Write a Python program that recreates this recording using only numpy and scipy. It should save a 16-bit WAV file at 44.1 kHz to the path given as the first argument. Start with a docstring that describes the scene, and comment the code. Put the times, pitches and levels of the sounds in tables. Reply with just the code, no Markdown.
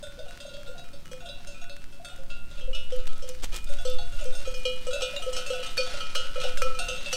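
"""Open pasture, one microphone, rocked by a light wind. A flock of sheep runs through rustling grass,
clappers clanking in three sheet-metal neck bells with their strides. At about 3 s a straggler gallops
up a gravel road and skids, stones crunching; at 4 s it thuds across the turf close by to join them.
The bells and the swish of legs grow louder as the flock comes near, and just after 5 s two bells
collide, muffled between fleeces."""
import sys
import numpy as np
from scipy import signal
from scipy.fft import rfft, irfft, next_fast_len
from scipy.io import wavfile
from scipy.ndimage import map_coordinates

SR = 44100
rng = np.random.default_rng(int(sys.argv[2]) if len(sys.argv) > 2 else 0)


def wav_out(sig):
    """Save sig, one row per channel (or a flat mono array), as 16-bit PCM at SR to the path in sys.argv[1]."""
    wavfile.write(sys.argv[1], SR, np.round(np.clip(np.atleast_2d(sig).T, -1, 1) * 32767).astype(np.int16))


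N = 315756

# Spectrum of a dull, hard hit, for collar knocks and feet: frequency_hz, density_db
KNOCK_SPECTRUM = [(200, -23), (900, -20), (1450, 2), (2000, -2), (3500, -11), (6000, -9), (16000, -24)]


def amp(db):
    """Decibels to gain."""
    return 10 ** (np.asarray(db) / 20)


def unit(x):
    """Scale to rms 1."""
    return x / np.sqrt(np.mean(x ** 2) + 1e-20)


def along(points, hz):
    """Read (frequency_hz, value) points on a log frequency axis."""
    point_hz, values = np.transpose(points)
    return np.interp(np.log(hz + 1e-3), np.log(point_hz), values)


def curves(rows):
    """One value per sample for each column after the time."""
    times, *columns = np.transpose(rows)
    return [np.interp(np.arange(N) / SR, times, column) for column in columns]


def wobble(rate, size=N):
    """A smooth random curve, rate knots a second."""
    knots = rng.standard_normal(int(size * rate / SR) + 4)
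    return map_coordinates(knots, [np.arange(size) * rate / SR])


def filtered(x, response):
    """Filter x by a gain given as a function of frequency."""
    size = next_fast_len(N + SR // 2)
    return irfft(rfft(x, size) * response(np.fft.rfftfreq(size, 1 / SR)), size)[:N]


def coloured(x, spectrum):
    """x shaped by a spectrum, at rms 1."""
    return unit(filtered(x, lambda hz: amp(along(spectrum, hz))))


def grains(rate, spread_db):
    """Tiny random impacts of uneven size, rate a second."""
    return (rng.random(N) < rate / SR) * rng.standard_normal(N) * amp(spread_db * rng.random(N))


def add(track, start_s, sound):
    """Mix a sound into a track at a time."""
    start = max(round(start_s * SR), 0)
    part = track[start:start + len(sound)]
    part += sound[:len(part)]


def wind():
    """Slow eddies push on the microphone over the steady murmur of open air."""
    # Strength of the gusts: time_s, relative_db
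    gusts = [(0, -49), (2, -51.5), (2.35, -40.5), (3.95, -32.5), (4.8, -39.5), (6.26, -51.5), (6.64, -36),
             (7.16, -47.5)]
    # Spectra of the buffeting and of open country: frequency_hz, density_db
    buffet_spectrum = [(1, -8.5), (5, 11), (10, -17), (20, -8), (30, -27.5), (45, -30.5), (90, -44),
                       (300, -121)]
    air_spectrum = [(20, -0.5), (60, -1), (150, -2.5), (260, -7.5), (450, -17), (900, -20.5), (3000, -29.5),
                    (16000, -36)]
    gust_db, = curves(gusts)
    buffet = amp(gust_db + 18.5 + 2.5 * wobble(4)) * coloured(rng.standard_normal(N), buffet_spectrum)
    murmur = amp(-52 + wobble(1.94)) * coloured(rng.standard_normal(N), air_spectrum)
    return buffet + murmur


def grass():
    """Running legs swish through the grass; single blades crackle."""
    # Strength of the rustle: time_s, swish_relative_db, crackle_relative_db
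    rustle = [(0, -65.5, -74), (2.2, -68.5, -71), (3.35, -63, -67.5), (3.85, -60, -62), (4.9, -54.5, -60.5),
              (5.65, -54.5, -59), (5.96, -50, -65), (6.35, -54.5, -62), (7.16, -55.5, -61.5)]
    # Spectra of brushed grass and of single blades: frequency_hz, density_db
    swish_spectrum = [(150, -2), (350, -3.5), (900, -3), (2000, -0.5), (4300, 0.5), (5500, -2.5),
                      (8800, -14), (10500, -17), (16000, -43)]
    blade_spectrum = [(2000, -37), (5000, -3.5), (9000, 8.5), (10500, -7), (14000, 0.5), (16000, -18)]
    swish_db, crackle_db = curves(rustle)
    swish = amp(swish_db + 6 + 2.4 * wobble(12) + wobble(55))
    swish *= coloured(grains(rate=7000, spread_db=15), swish_spectrum)
    crackle = amp(crackle_db + 2 + 0.41 * wobble(11))
    crackle *= coloured(grains(rate=3500, spread_db=38), blade_spectrum)
    return swish + crackle


def flock_patter():
    """The feet of the flock tick faintly on stones and twigs at random."""
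    return amp(-64) * coloured(grains(rate=14, spread_db=0), KNOCK_SPECTRUM)


def stride_touches(count=20, stride_hz=2.8, scatter_strides=.3):
    """The clapper brushes the wall once a stride, on any spot: rows of light blows for bell()."""
    # Touches grow as the bells near the microphone: time_s, ring_db
    approach = [(0, -54.5), (2.4, -57), (4, -48), (5, -43), (7.16, -41.5)]
    lateness, force = rng.standard_normal((count, 2)).T
    leads_hz = rng.uniform([2400, 4200], [3800, 9000], (count, 2))
    start_s = np.abs(np.arange(count) + rng.random() + scatter_strides * lateness) / stride_hz
    ring_db = np.interp(start_s, *np.transpose(approach)) + 3 * force
    return np.c_[start_s, ring_db, ring_db - 6, ring_db - 5, ring_db - 5, leads_hz]


def rebounds(mean_gap_s, loss_db, count):
    """The loose clapper lands and chatters: (delay_s, gain) of each contact."""
    delays = np.cumsum(mean_gap_s * rng.uniform(.3, 1.7, count))
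    gains = amp(-loss_db - 2 * np.arange(count) + 2 * rng.standard_normal(count))
    return zip(np.r_[0, delays], np.r_[1, gains])


def cavity_tone(hz, flutter_rate=90):
    """The air note of a bell at rms 1, roughened as fleece covers and uncovers the mouth."""
    bend = 1 + .035 * wobble(flutter_rate, size=len(hz))
    swell = amp(3.5 * wobble(flutter_rate, size=len(hz)))
    return unit(swell * np.sin(2 * np.pi * np.cumsum(hz * bend) / SR))


def clunk(cavity_hz, t):
    """The air in the bell rings briefly, bent and damped as the mouth swings toward the chest."""
    hz = cavity_hz * (1 + .02 * rng.standard_normal() + rng.uniform(-.04, .06) * np.exp(-t / .025))
    t60 = 0.14 * 2 ** rng.uniform(-0.54, 0.73)
    return cavity_tone(hz) * (1 - np.exp(-t / 0.0063)) * amp(-60 * t / t60)


def bell(blows, modes, cavity_hz, cavity_over_hum_db, sustain):
    """A folded steel bell: every touch of the clapper shares its energy anew among the modes."""
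    # Borders between the hum, clang, ring and jangle registers: frequency_hz
    register_edges = [1000, 2000, 4200]
    # Strength of the crowded, weak high modes: frequency_hz, relative_db
    crowd = [(4200, -17), (6200, -15), (8700, -13), (10200, -17), (15500, -21)]
    # Decay of the steel, before scaling by sustain: frequency_hz, base_t60_s
    ring_times = [(500, .4), (1350, .8), (2450, .78), (3000, .42), (4500, .18), (9000, .18), (16000, .14)]
    # Spectrum of the clapper's tick: frequency_hz, density_db
    tick_spectrum = [(300, -17), (1000, 12.5), (1700, 10.5), (7000, -29), (10500, 2), (16000, -24)]
    lead_db, lead_width_octaves, falloff_db_per_octave = 6.5, .022, 6
    t = np.arange(SR // 2) / SR
    crowd_hz = np.geomspace(4200, 15400, 60) * rng.uniform(.99, 1.01, 60)
    hz, mode_db = np.vstack([modes, np.c_[crowd_hz, along(crowd, crowd_hz)]]).T
    register = np.searchsorted(register_edges, hz)
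    upper = register > 0
    # the hum takes a few cycles to swell; the upper modes speak at once
    rise = 1 - np.exp(-t / np.where(upper, .0005, .008)[:, None])
    bite = 1 + .2 * upper[:, None] * np.exp(-t / .009)  # extra ring while the clapper is on the wall
    decay = amp(-60 * t / (sustain * along(ring_times, hz))[:, None])
    ringing = (rise * bite * decay * np.exp(2j * np.pi * hz[:, None] * t)).astype(np.complex64)
    tones, ticks = np.zeros(N), np.zeros(N)
    contacts = np.vstack([blows, stride_touches()])
    for start_s, ring_db, hum_db, clang_db, jangle_db, ring_hz, jangle_hz in contacts:
        strength = amp([hum_db, clang_db, ring_db, jangle_db])
        # each blow lands on another spot, so other modes lead the ring and the jangle
        octaves = np.abs(np.log2(hz / np.where(register == 2, ring_hz, jangle_hz)))
        lift_db = lead_db * np.exp(-(octaves / lead_width_octaves) ** 2)
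        spot_db = (lift_db - falloff_db_per_octave * octaves) * (register >= 2)
        wool_damping = amp(-25 * rng.random() * t)
        for delay_s, gain in rebounds(mean_gap_s=.018, loss_db=11.5, count=3):
            share = amp(mode_db + spot_db + 5 * rng.standard_normal(len(hz)))
            share /= np.sqrt(np.bincount(register, share ** 2))[register]  # unit power per register
            # light rebounds stir only the upper modes
            phase = np.where(upper, np.exp(2j * np.pi * rng.random(len(hz))), delay_s == 0)
            weights = (gain * strength[register] * share * phase).astype(np.complex64)
            add(tones, start_s + delay_s, np.sqrt(2) * wool_damping * (weights @ ringing).imag)
        add(tones, start_s, amp(hum_db + cavity_over_hum_db) * clunk(cavity_hz, t))
        crack, scrape = amp(-6 - 60 * t / .008), amp(-19 - 60 * t / .04)  # steel on steel
        add(ticks, start_s, amp(jangle_db) * (crack + scrape))
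    # the bell swings to and fro on its strap, which bends its pitch a little
    swing_samples = .00022 * SR * wobble(7)
    swung = map_coordinates(tones, [np.arange(N) + swing_samples])
    return swung + ticks * coloured(rng.standard_normal(N), tick_spectrum)


def neck_bells():
    """Three bells swing on different necks, each struck by its own clapper."""
    # Clapper blows: start_s, ring_db, hum_db, clang_db, jangle_db, ring_lead_hz, jangle_lead_hz
    big_blows = [(1.114, -48.5, -38, -60, -49, 3253, 5640), (2.61, -46.5, -44.5, -63, -57, 3088, 5640),
                 (2.731, -36.5, -66, -54, -52, 2915, 5295), (2.748, -39.5, -58, -53, -44, 2915, 5295),
                 (2.921, -46, -28, -57, -48, 3140, 5700), (3.222, -50.5, -38, -75, -46, 3253, 5425),
                 (3.287, -56, -40.5, -73, -47, 3253, 6120), (3.851, -43.5, -24.5, -49.5, -38, 3180, 4200),
                 (4.254, -48.5, -33.5, -65, -46.5, 2400, 5295), (4.473, -51, -31, -59, -44, 3253, 6545),
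                 (4.541, -41.5, -34, -51, -42, 2500, 5120), (4.653, -28.5, -24.5, -47.5, -37, 2960, 4330),
                 (4.868, -44.5, -27.5, -47, -42.5, 2915, 7790),
                 (5.019, -33, -26.5, -47.5, -34.5, 3250, 4320), (5.263, -49.5, -28.5, -59, -52, 2450, 5540),
                 (5.33, -40.5, -49, -46, -38, 3160, 6900), (5.365, -37, -34.5, -46, -34, 3088, 5900),
                 (5.502, -37.5, -26.5, -43, -41, 3290, 8250), (5.593, -44, -34.5, -62, -63, 3050, 5425),
                 (5.777, -28.5, -26.5, -43, -26, 2448, 4491), (6.005, -35, -46, -41.5, -39, 2410, 4491),
                 (6.153, -29, -36, -37.5, -34, 2915, 4350), (6.357, -40, -29.5, -41.5, -53, 2448, 5060),
                 (6.439, -34, -28, -41, -40.5, 2915, 5425), (6.619, -32.5, -25.5, -30.5, -37, 2448, 5425),
                 (6.885, -39.5, -32.5, -44, -43, 2915, 6030),
                 (7.128, -33.5, -32.5, -43.5, -27.5, 3253, 4440)]
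    middle_blows = [(.027, -47, -40, -54.5, -49.5, 3610, 8060), (.189, -51, -45, -55.5, -53.5, 3660, 4535),
                    (.402, -45.5, -53.5, -56.5, -47.5, 3680, 4850),
                    (.465, -50.5, -55, -69, -53, 3570, 6390), (.538, -47.5, -50.5, -74, -50.5, 3345, 4535),
                    (.661, -54.5, -46, -56, -57.5, 3660, 4330), (.932, -56, -53.5, -60, -53, 3910, 5340),
                    (1.257, -44.5, -54, -54, -54.5, 3345, 8920), (1.288, -39, -46.5, -52, -50, 3910, 5040),
                    (1.471, -49.5, -46, -57, -45, 2648, 7100), (1.695, -47, -49, -59, -49, 3345, 4330),
                    (2.047, -44, -53.5, -51, -45.5, 3670, 8880),
                    (2.301, -43.5, -58.5, -50.5, -51, 2766, 4535),
                    (2.575, -49.5, -55, -75, -59, 2648, 5340), (2.748, -40, -49.5, -54, -51, 2648, 8920),
                    (3.696, -62, -44.5, -71, -51, 3500, 9100), (3.872, -41, -57, -61, -46, 3540, 4530),
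                    (4.209, -52, -40.5, -80, -48.5, 3503, 7010), (4.351, -49, -43, -78, -42, 3560, 6700),
                    (4.931, -35, -35.5, -43.5, -39, 2648, 6390), (5.021, -33.5, -47, -50, -40, 3503, 6390),
                    (5.462, -40.5, -46, -53.5, -40, 2648, 5340),
                    (5.937, -43.5, -41, -43.5, -44, 2766, 4535),
                    (6.155, -43, -47, -39.5, -38.5, 2648, 6230), (6.573, -42, -50, -50, -40.5, 3340, 8200),
                    (6.789, -34, -50, -59, -39.5, 2766, 4330), (6.883, -34, -51, -49, -37, 2766, 6200),
                    (7.059, -36, -47, -54, -41.5, 2648, 4330)]
    small_blows = [(.779, -48.5, -53, -69, -48.5, 3840, 4360), (1.615, -48.5, -52, -57, -50.5, 2800, 6660),
                   (3.985, -40.5, -44.5, -52.5, -42, 3420, 4360), (5.66, -44, -56, -54, -44.5, 3622, 6320),
                   (6.789, -58, -38.5, -39, -33.5, 2800, 8510)]
    # Modes of each steel shell: pitch_hz, level_within_register_db
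    big_modes = [(508, 0), (1297, 0), (1322, -9), (2448, 1), (2915, 0), (3088, -3), (3166, -6), (3253, -4),
                 (3950, -9), (4091, -7), (4491, 0), (4530, -6), (5135, -7), (5295, -2), (5425, -2),
                 (5840, -4), (5960, -5), (6040, -4), (6280, -6), (6545, -7), (6950, -9), (7790, -6),
                 (7970, -8), (8170, -5), (8850, -8)]
    middle_modes = [(568, 0), (1409, 0), (1490, -8), (2648, -1), (2766, -4), (3230, -8), (3345, -5),
                    (3503, -5), (3606, -3), (3660, -5), (3910, -4), (4330, 0), (4535, -1), (4830, -3),
                    (5040, -3), (5340, -2), (6230, -5), (6390, 0), (6580, -4), (7010, -5), (7540, -4),
                    (8020, -5), (8700, 0), (8920, -4)]
    small_modes = [(694, 0), (1474, 0), (1440, -6), (2688, -1), (2800, -4), (3420, -2), (3622, -2),
                   (3840, 0), (4360, -2), (4900, -1), (5570, 0), (6320, 0), (6660, -3), (8510, -2)]
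    big = bell(big_blows, big_modes, cavity_hz=531.5, cavity_over_hum_db=0.5, sustain=1.0)
    middle = bell(middle_blows, middle_modes, cavity_hz=584, cavity_over_hum_db=6, sustain=1.29)
    small = bell(small_blows, small_modes, cavity_hz=735, cavity_over_hum_db=4.5, sustain=1.0)
    return big + middle + small


def clapper_nudges():
    """A clapper only leans on the wall: a short, rough air note, then a faint steel hum."""
    # Soft contacts: start_s, level_db, pitch_hz
    nudges = [(.177, -38, 505), (.262, -44.5, 694), (.45, -34, 561), (.575, -38.5, 571), (.68, -40.5, 504),
              (.745, -43.5, 694), (1.222, -40, 697), (1.37, -48.5, 709), (1.996, -40.5, 697),
              (2.11, -49, 700), (2.185, -41, 540), (2.676, -34, 510.7), (4.985, -40, 694),
              (5.135, -32, 571), (5.195, -39, 686)]
    track, t = np.zeros(N), np.arange(SR // 2) / SR
    bend = 1 + 0.038 * np.exp(-t / 0.017)  # the air note starts sharp and sinks
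    for start_s, level_db, pitch_hz in nudges:
        air = cavity_tone(pitch_hz * bend) * amp(-60 * t / 0.21)
        steel = np.sin(2 * np.pi * pitch_hz * t) * amp(-15 - 60 * t / 1.7)
        add(track, start_s, amp(level_db) * (1 - np.exp(-t / 0.0055)) * (air + steel))
    return track


def collar_knocks(t60=.04):
    """A bell swings hard against its collar: a dull hit that hardly rings."""
    # Hits on the collar: start_s, level_db
    knocks = [(0.402, -46), (1.178, -52), (2.047, -43), (5.163, -38), (5.771, -32), (5.779, -39),
              (6.15, -28), (6.438, -37), (6.573, -33), (6.619, -27.5), (7.129, -33)]
    force, t = np.zeros(N), np.arange(SR // 8) / SR
    for start_s, level_db in knocks:
        add(force, start_s, amp(level_db - 60 * t / t60))
    return force * coloured(rng.standard_normal(N), KNOCK_SPECTRUM)


def underfoot_snaps(t60=.014):
    """Pebbles and dry stalks snap now and then under the running feet."""
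    # Single snaps: start_s, level_db
    snaps = [(2.163, -46), (2.965, -43), (3.18, -45), (3.291, -32.5), (3.564, -28), (3.644, -39.5),
             (3.69, -48), (3.813, -46), (3.9, -36), (4.242, -39), (5.238, -45)]
    # Spectrum of a snap: frequency_hz, density_db
    snap_spectrum = [(500, -26), (2000, -10), (6500, 8), (9000, 8.5), (16000, -8)]
    force, t = np.zeros(N), np.arange(SR // 50) / SR
    for start_s, level_db in snaps:
        add(force, start_s, amp(level_db - 60 * t / t60))
    return force * coloured(rng.standard_normal(N), snap_spectrum)


def gravel_hooves():
    """On the road, each of the straggler's hooves grinds out a short crunch of stone grains."""
    # Hoof falls on gravel: start_s, relative_db, length_s
    hooves = [(3.067, -45, 0.013), (3.124, -49.5, 0.011), (3.272, -49.5, 0.032), (3.422, -40, 0.034),
              (3.518, -40.5, 0.06), (3.721, -47, 0.022), (3.77, -41, 0.003)]
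    # Spectrum of grinding stones: frequency_hz, density_db
    gravel_spectrum = [(88, -77), (150, 1), (887, -0.5), (1600, -2.5), (3220, 4), (4580, -2), (8380, -4),
                       (9990, -11), (16000, -16)]
    force, t = np.zeros(N), np.arange(SR // 6) / SR
    for start_s, relative_db, length_s in hooves:
        progress = t / length_s
        add(force, start_s, amp(relative_db) * (1 - np.exp(-4 * progress)) / (1 + progress ** 6))
    return amp(4) * force * coloured(grains(rate=3500, spread_db=20), gravel_spectrum)


def turf_thuds(t60=.22, rise_s=.0043):
    """Close to the microphone the straggler lands on soft turf: low pushes with no ring."""
    # Hoof falls on turf: start_s, level_db
    thuds = [(3.99, -43), (4.05, -44), (4.13, -39.5)]
    # Spectrum of soft ground: frequency_hz, density_db
    turf_spectrum = [(30, -11), (80, 7), (160, -10), (400, -39), (2000, -70)]
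    force, t = np.zeros(N), np.arange(SR // 4) / SR
    for start_s, level_db in thuds:
        add(force, start_s, amp(level_db - 60 * t / t60) * (1 - np.exp(-t / rise_s)))
    return force * coloured(rng.standard_normal(N), turf_spectrum)


def bell_collision(start_s=5.164, level_db=-32, t60=.16):
    """Two bells meet, steel on steel, and are choked at once between fleeces."""
    # Modes of the clack: pitch_hz, relative_db
    modes = [(2810, 2.5), (3660, -1.5), (3870, -8), (3930, -3), (7080, -10.5)]
    track, t = np.zeros(N), np.arange(SR // 4) / SR
    for pitch_hz, relative_db in modes:
        add(track, start_s, amp(level_db + relative_db - 60 * t / t60) * np.sin(2 * np.pi * pitch_hz * t))
    return track


def pasture_scatter(x, t60, wet_db):
    """Ground, fleeces and far trees add a faint tail to the direct sound."""
    t = np.arange(SR) / SR
    tail = rng.standard_normal(SR) * amp(-60 * t / t60) * (1 - np.exp(-t / 0.03))
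    return x + amp(wet_db) * signal.fftconvolve(x, tail / np.linalg.norm(tail))[:N]


def scene():
    """Bells and hooves in the open field, with grass and wind, all at one microphone."""
    bells = neck_bells() + clapper_nudges() + bell_collision() + collar_knocks()
    feet = gravel_hooves() + underfoot_snaps() + flock_patter()
    strikes = pasture_scatter(bells + feet, t60=.7, wet_db=-20)
    return (strikes + turf_thuds() + grass() + wind())[None]


def record(dry):
    """The mono recorder keeps nothing above its band limit."""
    band_limit_hz = 15800
    return filtered(dry[0], lambda hz: hz < band_limit_hz)[None]


dry = scene()
out = record(dry)
wav_out(out)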